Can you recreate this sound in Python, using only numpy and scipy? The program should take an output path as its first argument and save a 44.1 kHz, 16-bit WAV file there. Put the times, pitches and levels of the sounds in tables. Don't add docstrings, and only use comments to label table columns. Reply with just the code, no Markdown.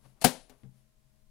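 import sys
import numpy as np
from scipy import signal
from scipy.fft import rfft, irfft, next_fast_len
from scipy.io import wavfile
from scipy.ndimage import map_coordinates

SR = 44100
rng = np.random.default_rng(int(sys.argv[2]) if len(sys.argv) > 2 else 0)


def generate_wav(signal):
    frames = np.transpose(np.atleast_2d(signal))
    scaled = np.clip(frames, -1, 1) * 32767
    pcm = np.round(scaled).astype(np.int16)
    wavfile.write(sys.argv[1], SR, pcm)


N = 57330


def amp(db):
    return 10 ** (np.asarray(db) / 20)


def unit(x):
    return x / np.sqrt(np.mean(x ** 2) + 1e-20)


def along(points, hz):
    f, values = np.transpose(points)
    return np.interp(np.log(hz + 1), np.log(f + 1), values)


def filtered(x, response):
    size = next_fast_len(N + SR // 2)
    return irfft(rfft(x, size) * response(np.fft.rfftfreq(size, 1 / SR)), size)[..., :N]


def noise(spectrum):
    return unit(filtered(rng.standard_normal(N), lambda hz: amp(along(spectrum, hz))))


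def since(onset):
    return np.maximum(np.arange(N) / SR - onset, 0)


def burst(onset, spectrum, decay, rise_s):
    hz, t, bands = signal.stft(noise(spectrum), SR, nperseg=128)
    fade = amp(-60 * np.maximum(t - onset, 0) / along(decay, hz)[:, None])
    return signal.istft(bands * fade, SR)[1][:N] * (1 - np.exp(-since(onset) / rise_s))


def ring(onset, modes, rise_s):
    t = since(onset)
    tones = np.zeros(N)
    for k, (hz, db, t60) in enumerate(modes):
        gain = (-1) ** k * amp(db + rng.normal(0, 1))
        tones += gain * amp(-60 * t / t60) * np.sin(2 * np.pi * hz * t)
    return tones * (1 - np.exp(-t / rise_s))


# f/Hz, T60/s
ROOM_DECAY = [(130, .36), (300, 0.37), (800, 0.29), (3000, 0.37), (8000, .32), (10000, 0.37), (12000, 0.25),
              (15000, .18)]
# f/Hz, level/dB
ROOM_RESPONSE = [(60, -7), (200, 1.5), (800, 0.5), (3000, -3), (7000, -1), (10000, -9.5), (15000, -2)]
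def room(onset, spectrum):
    coloured = [(hz, db + along(ROOM_RESPONSE, hz)) for hz, db in spectrum]
    return amp(-21.5) * burst(onset + .006, coloured, ROOM_DECAY, rise_s=.009)


def contact(onset, spectrum, decay):
    return burst(onset, spectrum, decay, rise_s=.00016) + room(onset, spectrum)


# f/Hz, level/dB
FAN_TONES = [(129.2, -74.5), (209.9, -77.5), (306.8, -88), (629.8, -82), (1044, -92.5)]
# f/Hz, level/dB
RUMBLE_SPECTRUM = [(12, -32.5), (20, -1), (65, -20), (81, -37.5), (130, -11.5), (176, -38), (215, -15.5),
                   (268, -47), (300, -40), (620, -37.5), (674, -43.5), (15800, -54)]
def fan():
    t = since(0)
    def drift():
        return map_coordinates(rng.standard_normal(N // 1000), [t * 8], mode="nearest")
    hum = sum(amp(db + 1.5 * drift()) * np.sqrt(2) * np.sin(2 * np.pi * hz * t + .4 * drift())
              for hz, db in FAN_TONES)
    return hum + amp(-62.5) * noise(RUMBLE_SPECTRUM)


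# centre t/s, half-width t/s, level/dB, cloth level/dB relative to the rub
RUSTLE_SWELLS = [(.055, 0.0093, -56.5, -20), (.07, 0.049, -68, -1), (.185, .025, -68.5, -13.5),
                 (0.522, 0.03, -61, -14), (.61, 0.034, -70.5, -5.5), (.78, .04, -78.5, 4.5),
                 (1.17, .05, -81.5, -1.5)]
# f/Hz, level/dB
RUB_SPECTRUM = [(60, -9.5), (150, -1), (600, 0.5), (1000, -3), (2000, -13.5), (5000, -20.5), (15000, -38.5)]
CLOTH_SPECTRUM = [(300, -22.5), (2000, -2), (8000, -4), (10400, 4), (12000, -5), (16000, -15)]
def handling():
    out = np.zeros(N)
    for centre, half_width, db, cloth_db in RUSTLE_SWELLS:
        swell = np.exp(-.5 * ((since(0) - centre) / half_width) ** 2)
        out += amp(db) * swell * (noise(RUB_SPECTRUM) + amp(cloth_db) * noise(CLOTH_SPECTRUM))
    return out


# t/s, level/dB, click level/dB
DESK_BUMPS = [(.045, -48.5, -74), (.6335, -36, -44)]
# f/Hz, level/dB, T60/s
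DESK_MODES = [(129, 1.5, 0.27), (188, -6.5, .25), (450, -16.5, 0.15)]
# f/Hz, level/dB
THUD_SPECTRUM = [(40, -1.5), (170, 1), (450, -16), (1000, -25), (4200, -40.5), (6000, -48), (15000, -53)]
CLICK_SPECTRUM = [(200, 17.5), (1000, -5), (4300, -3), (5500, -21), (15000, -42)]
# f/Hz, T60/s
CLICK_DECAY = [(500, 0.028), (4000, 0.0092)]
def bumps():
    out = np.zeros(N)
    for onset, db, click_db in DESK_BUMPS:
        thud = burst(onset, THUD_SPECTRUM, [(100, .28), (600, .15), (4000, .15)], rise_s=.0042)
        click = burst(onset, CLICK_SPECTRUM, CLICK_DECAY, rise_s=.0003)
        desk = ring(onset, DESK_MODES, rise_s=.013)
        out += amp(db) * (desk + amp(-9.5) * thud) + amp(click_db) * click
    return out


# t/s, level/dB
TICK_CONTACTS = [(.4962, -49), (.501, -58)]
# f/Hz, level/dB
TICK_SPECTRUM = [(60, 3), (250, -17), (800, 1), (1300, -12), (2000, -7), (4000, -10), (6500, -10),
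                 (10500, -14), (13000, -13.5), (15800, -19)]
# f/Hz, level/dB, T60/s
HOLLOW_MODES = [(258, 3, 0.16), (410, -3.5, 0.26), (736, 2, 0.11)]
def ticks():
    out = np.zeros(N)
    for onset, db in TICK_CONTACTS:
        tick = contact(onset, TICK_SPECTRUM, [(400, .098), (2000, .07), (10000, .052)])
        out += amp(db) * (tick + amp(-5) * ring(onset, HOLLOW_MODES, rise_s=.0044))
    return out


# t/s, level/dB
CATCH_SLIPS = [(.207, -57), (0.2138, -35.5), (.2168, -35.5), (.2215, -31.5), (.226, -36.5), (.232, -44)]
# f/Hz, level/dB
SLIP_SPECTRUM = [(50, -29), (130, -8.5), (430, -10.5), (700, -3.5), (1300, -14.5), (1650, -12.5),
                 (4400, -11), (5500, -13), (10600, -7.5), (13000, -19.5), (15800, -30.5)]
# f/Hz, level/dB, T60/s
CATCH_RESONANCES = [(305, -3.5, 0.075), (666, 1, .1), (770, -9.5, .1), (2640, -7.5, 0.18),
                    (4390, 0.5, 0.069)]
def catch():
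    out = np.zeros(N)
    for onset, db in CATCH_SLIPS:
        scrape = contact(onset, SLIP_SPECTRUM, [(300, .08), (10000, .05)])
        out += amp(db) * (scrape + amp(-9.5) * ring(onset, CATCH_RESONANCES, rise_s=.001))
    return out


def thin_ring(onset, centre_hz=10450, width_hz=130, t60=.71):
    t = since(onset)
    band = filtered(rng.standard_normal(N), lambda hz: np.exp(-.5 * ((hz - centre_hz) / width_hz) ** 2))
    return amp(-57) * unit(band) * amp(-60 * t / t60) * (t > 0)


# t/s, level/dB
TRAY_CONTACTS = [(0.2416, -16.5), (0.2456, -8.5), (0.2464, -9), (0.2519, -17)]
# f/Hz, level/dB
CRACK_SPECTRUM = [(30, -25), (90, -18.5), (135, -9), (250, -5.5), (350, -10), (450, -6.5), (750, -1.5),
                  (1200, -11.5), (1650, -10), (1950, -14), (2600, -12), (4500, -11.5), (6000, -14.5),
                  (10000, -6.5), (13000, -17), (15800, -19.5)]
# f/Hz, T60/s
CRACK_DECAY = [(60, 0.21), (200, 0.15), (700, 0.059), (2500, .04), (10000, .03)]
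# f/Hz, level/dB, T60/s
HOUSING_MODES = [(132.6, 3.5, .115), (152, -11, 0.03), (183, -7.5, .14), (228, -1, .08), (248.3, 3, 0.18),
                 (295, -5, .11), (430.3, 2, .085), (524, -7, 0.24), (670, -5, .07), (723, 8, .075),
                 (893, -3, 0.09), (1605, -8.5, 0.096), (2528, -13.5, 0.12), (4070, -12.5, 0.15)]
def slam(boom_s):
    cracks = sum(amp(db) * contact(onset, CRACK_SPECTRUM, CRACK_DECAY) for onset, db in TRAY_CONTACTS)
    buzz_spectrum = [(100, -19), (700, 3.5), (3000, .5), (11000, -4.5), (15000, -10.5)]
    buzz = burst(.255, buzz_spectrum, [(500, .14), (10000, .15)], rise_s=.001)
    boom = ring(boom_s, HOUSING_MODES, rise_s=.0022)
    return cracks + amp(-20.5) * buzz + amp(-19) * boom


def scene():
    boom_s = .2428
    left = catch() + slam(boom_s) + thin_ring(boom_s) + ticks() + bumps() + handling() + fan()
    return np.array([left, amp(-20) * left])


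def record(dry):
    ring_hz, width_hz, cutoff_hz = 10400, 160, 15900
    resonant = filtered(dry, lambda f: 1 + .6j * f * width_hz / (ring_hz**2 - f**2 + 1j * f * width_hz))
    hiss_spectrum = [(20, 26.5), (100, 17), (500, 4.5), (3000, 0), (10500, .5), (15500, -5.5)]
    hiss = np.array([noise(hiss_spectrum) for _ in range(2)])
    clipped = np.clip(resonant + amp(-74.5) * hiss, -.85, .85)
    return filtered(clipped, lambda hz: np.clip((cutoff_hz - hz) / 600 + .5, 0, 1))


dry = scene()
out = record(dry)
generate_wav(out)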